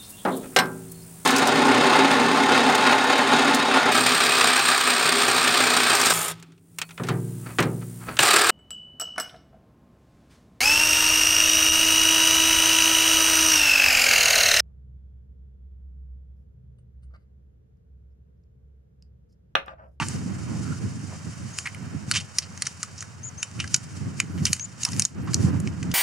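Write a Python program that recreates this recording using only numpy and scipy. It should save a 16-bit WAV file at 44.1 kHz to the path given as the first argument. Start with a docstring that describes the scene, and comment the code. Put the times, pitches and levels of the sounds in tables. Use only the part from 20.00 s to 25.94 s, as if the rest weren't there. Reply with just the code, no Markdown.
"""An open moor, where a tent pole is drawn from its sleeve and folded section by section a few metres off.
The thin metal tubes scrape out of their joints and clack together, choked by the hands, while the loose
sections ring faintly on their cord. Nylon rustles, feet press the turf and a small bird whistles four
times. Under it all, wind washes through the grass and rumbles on the two ports of the microphone."""
import sys
import numpy as np
from scipy import signal
from scipy.fft import rfft, irfft
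from scipy.io import wavfile
from scipy.ndimage import uniform_filter1d

SR = 44100
rng = np.random.default_rng(int(sys.argv[2]) if len(sys.argv) > 2 else 0)


def unload_wav(signal):
    """Save mono or channel-first audio to the path in sys.argv[1] as 16-bit WAV at rate SR, clipped to [-1, 1]."""
    wavfile.write(
        sys.argv[1],
        SR,
        np.round(np.clip(np.atleast_2d(signal).T, -1, 1) * 32767).astype(np.int16),
    )


N = 261954
TIME = np.arange(N) / SR

# Table levels are relative: they set the balance within a layer, ahead of its trims and the microphone.
# a tube sliding in its joint: (time [s], length [s], level [dB], resonance [Hz], width [Hz], grit [ratio])
JOINT_SCRAPES = [(0.0, 0.029, -30.5, 1350, 1330, 0.055), (1.6558, 0.004, -27.5, 1980, 400, 0.3),
                 (2.137, 0.04, -26.5, 3350, 500, 0.65), (2.15, 0.011, -26.5, 5700, 1500, 0.3),
                 (2.151, 0.015, -27.5, 2800, 3000, 0.2), (2.2, 0.012, -40, 3100, 2000, 4.1),
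                 (2.421, 0.009, -38.5, 4600, 1500, 0.57), (2.653, 0.017, -36, 4630, 2500, 1.2),
                 (2.979, 0.007, -40, 5660, 900, 0.16), (3.003, 0.0084, -38, 6300, 1200, 0.14),
                 (3.593, 0.022, -35, 2950, 450, 0.34), (4.376, 0.0095, -43.5, 1780, 1500, 0.18),
                 (4.461, 0.013, -31, 2910, 1000, 3.6), (4.862, 0.022, -41, 1010, 398, 0.67),
                 (4.9, 0.09, -57, 1900, 1800, 0.65), (5.272, 0.019, -40, 1070, 400, 0.066)]
# the whole pole ringing as it comes free: (pitch [Hz], level [dB], t60 [s])
POLE_MODES = [(865, -34, 0.14), (910, -29, 0.14), (1160, -29, 0.14), (2750, -20.5, 0.026)]
# loose sections hanging on the cord: (pitch [Hz], level [dB], t60 [s])
SECTION_MODES = [(1468, -41, 0.36), (2057, -42, 0.15), (2888, -37, 0.14), (3040, -34, 0.11),
                 (3235, -42, 0.2), (4400, -32, 0.06), (5856, -22, 0.021)]

# the steady bed of wind on the ports: (time [s], level [dB])
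BREEZE_LEVEL = [(0, -32.5), (0.65, -34.5), (1.2, -40.5), (1.7, -45), (2.05, -39.5), (2.33, -50),
                (2.55, -42.5), (2.75, -48), (3.3, -45), (3.47, -50), (4.35, -35.5), (4.57, -45),
                (5.02, -43.5), (5.09, -49), (5.18, -32.5), (5.48, -23.5), (5.75, -34), (5.93, -32)]
# gusts riding on that bed: (peak time [s], length [s], level [dB])
WIND_GUSTS = [(0.155, 0.05, -31.5), (0.295, 0.092, -33.5), (0.56, 0.21, -33.5), (0.7, 0.087, -31.5),
              (0.845, 0.08, -31), (0.99, 0.17, -38.5), (1.275, 0.038, -33.5), (1.43, 0.089, -38),
              (1.83, 0.1, -35.5), (1.95, 0.05, -31), (2.14, 0.13, -37), (3.6, 0.095, -34),
              (3.73, 0.081, -39.5), (4.04, 0.12, -33), (4.17, 0.013, -49), (4.42, 0.12, -30),
              (4.505, 0.02, -32), (4.97, 0.084, -29), (5.67, 0.028, -28), (5.88, 0.076, -28)]
# tone of the turbulence: (frequency [Hz], gain [dB])
RUMBLE_EQ = [(30, -15), (60, -21.5), (85, 0), (120, -0.5), (180, -3), (250, -8.5), (330, -15.5),
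             (450, -26.5), (700, -36), (1500, -39), (3000, -53), (6000, -80)]
# single eddies thumping the ports: (time [s], peak level [dB], pitch [Hz])
WIND_BUFFETS = [(0.2638, -21.5, 180), (0.52, -26, 190), (0.597, -24, 160), (1.949, -23, 210),
                (4.42, -19, 133), (5.449, -10, 148)]
# wind in the grass all around: (time [s], level [dB])
GRASS_LEVEL = [(0, -45), (1.0, -49.5), (1.7, -47.5), (3.3, -50), (3.87, -48.5), (4.7, -51), (5.03, -48.5),
               (5.09, -58), (5.2, -50), (5.93, -51)]
# tone of that wash: (frequency [Hz], gain [dB])
GRASS_EQ = [(100, -54), (400, 2), (800, 1.5), (1400, 4.5), (2500, -4), (4000, -10.5), (8000, -38),
            (16000, -1)]

# steady fabric rub, strongest as the pole leaves its sleeve: (time [s], level [dB])
NYLON_LEVEL = [(0, -49.5), (0.38, -49.5), (0.72, -46.5), (0.95, -50.5), (1.58, -48.5), (1.76, -54),
               (2.9, -50), (3.17, -55.5), (3.9, -51), (4.3, -55), (4.75, -52.5), (5.15, -58.5),
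               (5.93, -53.5)]
# tone of the fabric hiss: (frequency [Hz], gain [dB])
NYLON_EQ = [(500, -12), (2000, 1.5), (4000, 2.5), (5300, 6.5), (7300, 4.5), (8500, 0), (9600, -2.5),
            (12000, -5), (16000, -3.5)]
# single swishes of the jacket: (peak time [s], length [s], level [dB])
JACKET_SWISHES = [(0.07, 0.17, -42.5), (3.84, 0.023, -47), (3.97, 0.064, -50), (4.53, 0.17, -47.5),
                  (4.84, 0.051, -39.5), (4.945, 0.14, -43.5), (5.44, 0.083, -42.5)]

# tube hitting tube: (time [s], rebound delay [ms], rebound strength [ratio], knock pitch [Hz],
# knock level [dB], ring pitch [Hz], ring level [dB], tick pitch [Hz], tick level [dB])
TUBE_HITS = [(0.085, 1.6, 0.36, 2750, -49, 8050, -39, 9500, -40),
             (1.587, 0.6, 0.13, 2420, -32.5, 6900, -32.5, 9460, -35.5),
             (1.6701, 2.38, 1.4, 2110, -30.5, 5040, -53, 11300, -44),
             (1.747, 1.37, 0.44, 2270, -42.5, 5560, -61, 10700, -45),
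             (2.1132, 1.4, 0.32, 1440, -25, 4430, -26, 9700, -27.5),
             (2.118, 2.6, 0.37, 2490, -34, 4500, -30, 9500, -45),
             (2.1698, 1.0, 0.4, 3000, -28.5, 7300, -37, 7900, -48),
             (2.3848, 2.5, 0.69, 2020, -31.5, 5730, -21, 9250, -23),
             (2.5756, 2.0, 0.37, 1940, -47, 6070, -44.5, 9250, -55),
             (2.621, 2.46, 0.5, 2000, -32.5, 4070, -28, 9500, -32.5),
             (2.6671, 2.9, 1.7, 1720, -35, 5900, -30, 9200, -39),
             (2.8299, 1.5, 0.32, 1390, -39.5, 6850, -31.5, 9300, -49),
             (2.833, 2.5, 0.44, 1200, -37.5, 5500, -43.5, 9400, -39),
             (3.0248, 1.6, 0.36, 1610, -40.5, 6660, -44.5, 9600, -47),
             (3.429, 2.2, 0.11, 2620, -29.5, 6040, -30, 9700, -36),
             (3.6015, 2.4, 0.62, 3000, -28.5, 5540, -34.5, 9550, -46),
             (3.642, 2.5, 0.41, 1560, -36, 6070, -49, 9450, -55),
             (3.6762, 2.9, 0.49, 1440, -47, 5730, -43, 9400, -53),
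             (3.743, 2.7, 0.5, 2550, -27, 5780, -18, 9100, -26),
             (3.7623, 1.3, 0.34, 2410, -55, 6940, -35, 11200, -34),
             (4.2012, 2.05, 0.43, 2290, -21, 6800, -27, 10560, -30.5),
             (4.4532, 2.57, 0.93, 3000, -31, 6340, -21.5, 11200, -24),
             (4.4659, 2.1, 0.58, 3100, -29, 5700, -41, 9600, -37),
             (4.5308, 0.43, 0.8, 2550, -30, 6900, -23.5, 11200, -27),
             (4.5325, 1.4, 0.36, 2900, -33.5, 6770, -29, 8740, -27),
             (4.565, 2, .6, 2900, -48, 7200, -49, 9200, -49),
             (4.596, 1.8, 1, 2620, -41.5, 6300, -40.5, 9400, -60),
             (4.833, 1.8, 0.52, 2700, -39.5, 6350, -28, 9500, -41),
             (4.8506, 2.3, 0.56, 2630, -32.5, 5300, -24, 10300, -27),
             (4.888, 1.6, 0.67, 3070, -43, 6150, -42, 10500, -45),
             (4.919, 2.2, 0.88, 2730, -51, 6040, -43, 11000, -40),
             (4.932, 2, 0.78, 2260, -43, 5240, -40, 9400, -58),
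             (4.973, 1.2, 0.54, 2970, -54, 7000, -55, 12500, -44),
             (4.9963, 0.9, 0.11, 2840, -33, 6260, -23.5, 9360, -22),
             (5, 1.8, 0.55, 1780, -41, 6200, -32, 14000, -32),
             (5.021, 1.6, 0.64, 2440, -38.5, 5330, -26.5, 10300, -34),
             (5.0512, 0.6, 2.2, 3220, -43, 6600, -23.5, 9200, -29),
             (5.0547, 0.74, 1.5, 2970, -47, 6350, -31.5, 9100, -46),
             (5.334, 1.8, 0.79, 1640, -40.5, 4500, -38, 11400, -46),
             (5.3432, 1.167, 1.2, 2500, -40.5, 6200, -22, 11300, -24),
             (5.6012, 1.5, 0.64, 1120, -56, 6940, -49, 11500, -42),
             (5.674, 1.9, 0.22, 2190, -37.5, 5530, -44, 9300, -66),
             (5.8286, 2.0, 0.54, 2200, -39.5, 6050, -42.5, 9500, -55),
             (5.9149, 3.6, 0.21, 3370, -38, 5370, -40.5, 9300, -52)]
# a harder hit is a shorter contact and reaches higher: (ring level [dB], top edge [Hz])
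HIT_BRIGHTNESS = [(-28, 12000), (-22, 15800)]
# feet on turf: (peak time [s], length [s], level [dB])
FOOTFALLS = [(0.535, 0.07, -48), (1.13, 0.048, -47.5)]
# bird whistles: (time [s], level [dB], glide as a list of (time into the call [ms], pitch [Hz]))
BIRD_CALLS = [(1.524, -52, [(0, 6100), (20, 6750), (38, 6600), (58, 7100), (78, 6000)]),
              (3.227, -41, [(0, 5800), (16, 6650), (20, 7350), (27, 6600), (33, 7250), (45, 6650),
              (56, 7250), (66, 6300), (72, 5200)]), (3.372, -44, [(0, 5600), (21, 6650), (37, 6250),
              (50, 6650), (62, 7350), (72, 7250), (80, 6300)]), (4.59, -39.5, [(0, 5700), (17, 6450),
              (30, 6700), (39, 6250), (58, 7250), (66, 6800), (73, 5400)])]
# bursts of top-end sizzle, mostly in strong gusts: (peak time [s], length [s], level [dB])
SIZZLE_SWELLS = [(4.38, 0.095, -52), (4.5, 0.08, -39), (4.99, 0.11, -44), (5.24, 0.033, -52),
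                 (5.42, 0.21, -52), (5.58, 0.13, -60)]

# how far the left port trails the right: (frequency [Hz], phase lag [rad])
LEFT_PORT_LAG = [(100, 0.23), (3700, 0.76), (7000, 0.11), (10600, .05), (12500, 1), (16000, .6)]
# response of the microphone behind its ports: (frequency [Hz], gain [dB])
MIC_EQ = [(40, -23), (56, -21), (68, -8.5), (80, 1.5), (3150, 1), (3370, -7.5), (3470, -17), (3570, -3),
          (3750, -1.5), (4000, -6.5), (4300, 0), (7600, 3), (8400, 0.5), (9600, 4.5), (10500, -8.5),
          (12300, -12.5), (14500, -23.5), (16000, -26)]


def amp(db):
    """Decibels to gain."""
    return 10 ** (np.asarray(db) / 20)


def unit(x):
    """Normalises to rms 1."""
    return x / np.sqrt(np.mean(x ** 2) + 1e-20)


def fader(curve):
    """A fader ride through (time [s], level [dB]) points, as a gain for every sample."""
    return amp(np.interp(TIME, *np.transpose(curve)))


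def swells(rows):
    """Summed power of bell-shaped swells: (peak time [s], length [s], level [dB])."""
    return sum(amp(db) ** 2 * np.exp(-(2 * (TIME - s) / length) ** 2) for s, length, db in rows)


def eq_gain(points, hz):
    """Gain along an EQ curve of (frequency [Hz], gain [dB]) points on a log-frequency axis."""
    point_hz, db = np.transpose(points)
    return amp(np.interp(np.log(hz + 1), np.log(point_hz), db))


def coloured(x, points):
    """Shapes noise with an EQ curve, at rms 1."""
    return unit(irfft(rfft(x) * eq_gain(points, np.fft.rfftfreq(N, 1 / SR)), N))


def add(mix, s, sound):
    """Drops a sound into the mix at s seconds."""
    start = round(s * SR)
    sound = sound[..., max(-start, 0):]
    part = mix[..., max(start, 0):][..., :sound.shape[-1]]
    part += sound[..., :part.shape[-1]]


def butter(hz, kind, order=3):
    """Butterworth filter sections."""
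    return signal.butter(order, hz, kind, fs=SR, output="sos")


def band(x, lo_hz, hi_hz, order=3):
    """Causal band-pass."""
    return signal.sosfilt(butter([lo_hz, min(hi_hz, .49 * SR)], "band", order), x)


def resonate(x, hz, width_hz):
    """One resonant peak at unity gain."""
    return signal.lfilter(*signal.iirpeak(hz, hz / width_hz, fs=SR), x)


def drift(rate_hz):
    """Smooth random modulation at rms 1."""
    rolloff = np.exp(-(np.fft.rfftfreq(N, 1 / SR) / rate_hz) ** 2)
    return unit(irfft(rfft(rng.standard_normal(N)) * rolloff, N))


def stereo_noise(correlation, count=N):
    """White noise, from wide (0) to mono (1)."""
    shared = rng.standard_normal(count)
    return np.sqrt(correlation) * shared + np.sqrt(1 - correlation) * rng.standard_normal((2, count))


def pan(x, left_db):
    """Sets the left channel this many dB above the right."""
    return x * amp([[left_db / 2], [-left_db / 2]])


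def scrapes(attack_s=0.00031, release_s=0.013, judder_db=1.5, judder_hz=400, slips_per_s=800, slip_size=13):
    """Metal sticks and slips in a joint: dense tiny hits ring the tube and put grit on top."""
    out, t = np.zeros((2, N)), TIME[:SR // 10]
    for s, length, db, hz, width_hz, grit in JOINT_SCRAPES:
        pressure = (1 - np.exp(-t / attack_s)) * np.exp(-np.maximum(t - length, 0) / release_s)
        pressure *= unit(amp(judder_db * drift(judder_hz)[:len(t)]))
        slips = slip_size * rng.choice([-1, 1], len(t)) * (rng.random(len(t)) < slips_per_s / SR)
        force = slips + stereo_noise(0.99, len(t))
        tube = unit(band(resonate(force, hz, width_hz), 930, 7400, order=2))
        hiss = unit(band(force, 2130, 7600, order=2))
        add(out, s, amp(db) * pressure * unit(tube + grit * hiss))
    return out


def pole_ring():
    """The whole pole gives one short hollow ring as it comes free, right at the start."""
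    return sum(amp(db - 60 * TIME / t60) * np.sin(2 * np.pi * (hz * TIME + rng.random()))
               for hz, db, t60 in POLE_MODES)


def loose_sections(x, send_db=-23, uneven_db=3):
    """Adds the faint after-ring of the free tubes; chance sets how strongly each mode answers."""
    t = TIME[:SR // 4]
    ring = sum(amp(db + uneven_db * rng.uniform(-0.43, 1) - 60 * t / t60) * np.sin(2 * np.pi * hz * t)
               for hz, db, t60 in SECTION_MODES)
    return x + amp(send_db) * signal.fftconvolve(x, ring[None], axes=1)[:, :x.shape[1]]


def wind_strength():
    """Gusts on top of the breeze, as a gain for every sample."""
    return np.sqrt(fader(BREEZE_LEVEL) ** 2 + swells(WIND_GUSTS))


def wind(trim_db=1.04, lumps_db=1.7, brighten=0.44, crossover_hz=150):
    """Lumpy turbulence on the ports: deep rumble, small eddies that open up in gusts, a few thumps."""
    strength = wind_strength()
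    deep = signal.sosfilt(butter(crossover_hz, "low"), coloured(stereo_noise(0.59), RUMBLE_EQ))
    eddies = signal.sosfilt(butter(crossover_hz, "high"), coloured(stereo_noise(0.26), RUMBLE_EQ))
    rumble = deep + pan(eddies, left_db=-4.5) * unit(strength) ** brighten
    rumble /= np.sqrt(uniform_filter1d((rumble ** 2).mean(0), size=3000))  # flatten, so the gusts lead
    out = unit(rumble * amp(lumps_db * drift(32))) * strength * amp(trim_db)
    for s, db, hz in WIND_BUFFETS:
        cycles = (TIME - s) * hz
        thump = np.exp(-(cycles / 0.74) ** 2) * np.cos(2 * np.pi * cycles)
        out += pan(amp(db) * thump, left_db=-4)
    return out


def grass(gust_db=-50.5, gust_follow=0.7, flutter_db=1.1):
    """A wide, even wash of wind over the moor; it lifts with the gusts, but by less."""
    level = np.hypot(fader(GRASS_LEVEL), amp(gust_db) * unit(wind_strength()) ** gust_follow)
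    flutter = amp(flutter_db * drift(30))
    return pan(coloured(stereo_noise(0.2), GRASS_EQ) * level * flutter, left_db=-3.5)


def nylon(trim_db=0.52, top_hz=10500, brighten=0.62, flutter_db=1.5, creases_per_s=220, crease_size=2.4):
    """Rubbing fabric hisses, brighter on quick moves, and small creases snap."""
    # an arm movement leads into every clack, louder for a harder hit
    lead_s, reach_s, reach_db, hit_follow = 0.01, 0.048, -36, 0.45
    reaches = [(s - lead_s, reach_s, reach_db + hit_follow * max(knock_db, ring_db))
               for s, _, _, _, knock_db, _, ring_db, _, _ in TUBE_HITS]
    motion = np.sqrt(fader(NYLON_LEVEL) ** 2 + swells(JACKET_SWISHES + reaches))
    creases = crease_size * rng.laplace(size=N) * (rng.random(N) < creases_per_s / SR)
    hiss = coloured(stereo_noise(0.54) + creases, NYLON_EQ)
    top = signal.sosfiltfilt(butter(top_hz, "high"), hiss)
    hiss += top * (unit(motion) ** brighten - 1)
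    return hiss * motion * amp(trim_db + flutter_db * drift(40))


def clacks(strike=3.8, graze_db=-26, graze_s=0.0062, tail_db=-28, tail_s=0.023, lead_s=0.03):
    """Two tubes graze, strike, rebound and chatter; the gripping hands choke their ring at once."""
    knock_trim_db, ring_trim_db, tick_trim_db = 1.0, 3.5, 1.5
    out = np.zeros((2, N))
    t = np.arange(-round(lead_s * SR), SR // 5) / SR
    transient = (t >= 0) & (t < .007)  # each band's level is set over these first 7 ms
    graze = amp(graze_db) * np.exp(-abs(t) / graze_s)
    tail = amp(tail_db) * np.exp(-abs(t) / tail_s)
    rubbing = np.where(t < 0, graze, tail)
    for s, rebound_ms, rebound, knock_hz, knock_db, ring_hz, ring_db, tick_hz, tick_db in TUBE_HITS:
        gap_s = rebound_ms / 1000
        force = stereo_noise(1.0, len(t)) * rubbing
        contact = stereo_noise(0.97, 1000) * np.exp(-TIME[:1000] / gap_s)  # brief chatter
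        contact[:, 0] += strike
        add(force, lead_s, contact)
        add(force, lead_s + gap_s, rebound * contact)  # the repeat combs the hit, making it hollow
        snap = .65 * amp(np.clip(ring_db - knock_db, -5, 0)) ** 3  # sharp hits snap, dull ones have pitch
        knock = band(resonate(force, knock_hz, 420) + snap * force, 1140, 4030, order=4)  # tube bending
        ring = band(resonate(force, ring_hz, 810) + 0.33 * force, 3825, 7660, order=4)  # tube wall
        edge = resonate(force, tick_hz, 250) + 0.37 * force + resonate(force, 14800, 700)
        top_hz = np.interp(ring_db, *np.transpose(HIT_BRIGHTNESS))
        tick = band(edge, 7630, top_hz, order=4)
        layers = [(pan(knock, left_db=-0.8), knock_db + knock_trim_db),
                  (ring, ring_db + ring_trim_db),
                  (pan(tick, left_db=4.5), tick_db + tick_trim_db)]
        hit = sum(amp(db) * layer / np.sqrt(np.mean(layer[:, transient] ** 2)) for layer, db in layers)
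        add(out, s - lead_s, loose_sections(hit))
    return out


def footsteps():
    """Feet press the turf: soft swells of midrange noise."""
    return unit(band(stereo_noise(0.84), 350, 1300, order=2)) * np.sqrt(swells(FOOTFALLS))


def cord_rub(peak_s=0.7, half_length_s=0.075, hz=1390, rise_hz_per_s=600, level_db=-47):
    """A soft, hollow tone that rises as the cord rubs along the pole."""
    friction = signal.sosfilt(butter(110, "low", order=2), stereo_noise(0.72))
    pitch = hz + rise_hz_per_s * (TIME - peak_s)
    tone = friction * np.cos(2 * np.pi * np.cumsum(pitch) / SR)
    return amp(level_db) * unit(tone) * np.exp(-((TIME - peak_s) / half_length_s) ** 4)


def bird(fade_share=0.3, waver_db=2.2):
    """Thin, distant warbles, each a pure gliding tone that wavers in level."""
    out = np.zeros(N)
    for s, db, glide in BIRD_CALLS:
        ms, hz = np.transpose(glide)
        t_ms = 1000 * TIME[1000 * TIME < ms[-1]]
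        pitch = uniform_filter1d(np.interp(t_ms, ms, hz), size=130)
        whistle = np.sqrt(2) * np.sin(2 * np.pi * np.cumsum(pitch) / SR)
        add(out, s, amp(db) * whistle * signal.windows.tukey(len(pitch), fade_share))
    return pan(out * amp(waver_db * drift(90)), left_db=5.5)


def sizzle(grains_per_s=2500):
    """Fine grains fizz in the top treble."""
    grains = rng.standard_normal((2, N)) * (rng.random(N) < grains_per_s / SR)
    return unit(band(grains, 10500, 14000)) * np.sqrt(swells(SIZZLE_SWELLS))


def moor_scatter(x, send_db=-23, t60=0.055, predelay_s=0.006, echoes_per_s=2000):
    """No walls: only a faint, short scatter off the tent and the tussocks."""
    t = TIME[:SR // 4]
    taps = rng.standard_normal((2, len(t))) * (rng.random((2, len(t))) < echoes_per_s / SR)
    taps *= amp(-60 * t / t60) * (t > predelay_s)
    return x + amp(send_db) * signal.fftconvolve(x, taps / np.linalg.norm(taps[0]), axes=1)[:, :N]


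def ports(x):
    """Sound from in front reaches the left port a touch late."""
    lag = np.interp(np.fft.rfftfreq(N, 1 / SR), *np.transpose(LEFT_PORT_LAG))
    return np.array([irfft(rfft(x[0]) * np.exp(-1j * lag), N), x[1]])


def gain_control(x, threshold_db=-11, slope=0.046, release_db_per_s=65, attack_s=0.0023):
    """Gentle compression: the level ducks just after a loud peak and comes back quickly."""
    fall_db = TIME * release_db_per_s
    level_db = 20 * np.log10(abs(x).max(0) + 1e-9)
    held_db = np.maximum.accumulate(level_db + fall_db) - fall_db
    duck_db = slope * np.maximum(held_db - threshold_db, 0)
    smoothing = np.exp(-1 / (attack_s * SR))
    return x / amp(signal.lfilter([1 - smoothing], [1, -smoothing], duck_db))


def scene():
    """The mix: pole, bird, fabric and feet in front, over a bed of wind."""
    pole = pan(clacks() + loose_sections(scrapes() + pole_ring()), left_db=-1.0)
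    front = moor_scatter(pole + bird()) + cord_rub() + nylon() + footsteps()
    return ports(front) + sizzle() + grass() + wind()


def record(dry, ceiling=0.96, cutoff_hz=16500):
    """The output chain: microphone colour, gain control, a soft clip on the hardest hits, a low-pass."""
    log_gain = np.log(eq_gain(MIC_EQ, abs(np.fft.fftfreq(4096, 1 / SR))))
    mic_impulse = np.fft.ifft(np.exp(np.conj(signal.hilbert(log_gain)))).real  # minimum phase
    ducked = gain_control(signal.oaconvolve(dry, mic_impulse[None], axes=1)[:, :N])
    clipped = ducked / (1 + (ducked / ceiling) ** 6) ** (1 / 6)
    low_pass = signal.firwin(511, cutoff_hz, window=("kaiser", 9), fs=SR)
    return signal.oaconvolve(clipped, low_pass[None], "same")


dry = scene()
out = record(dry)
unload_wav(out)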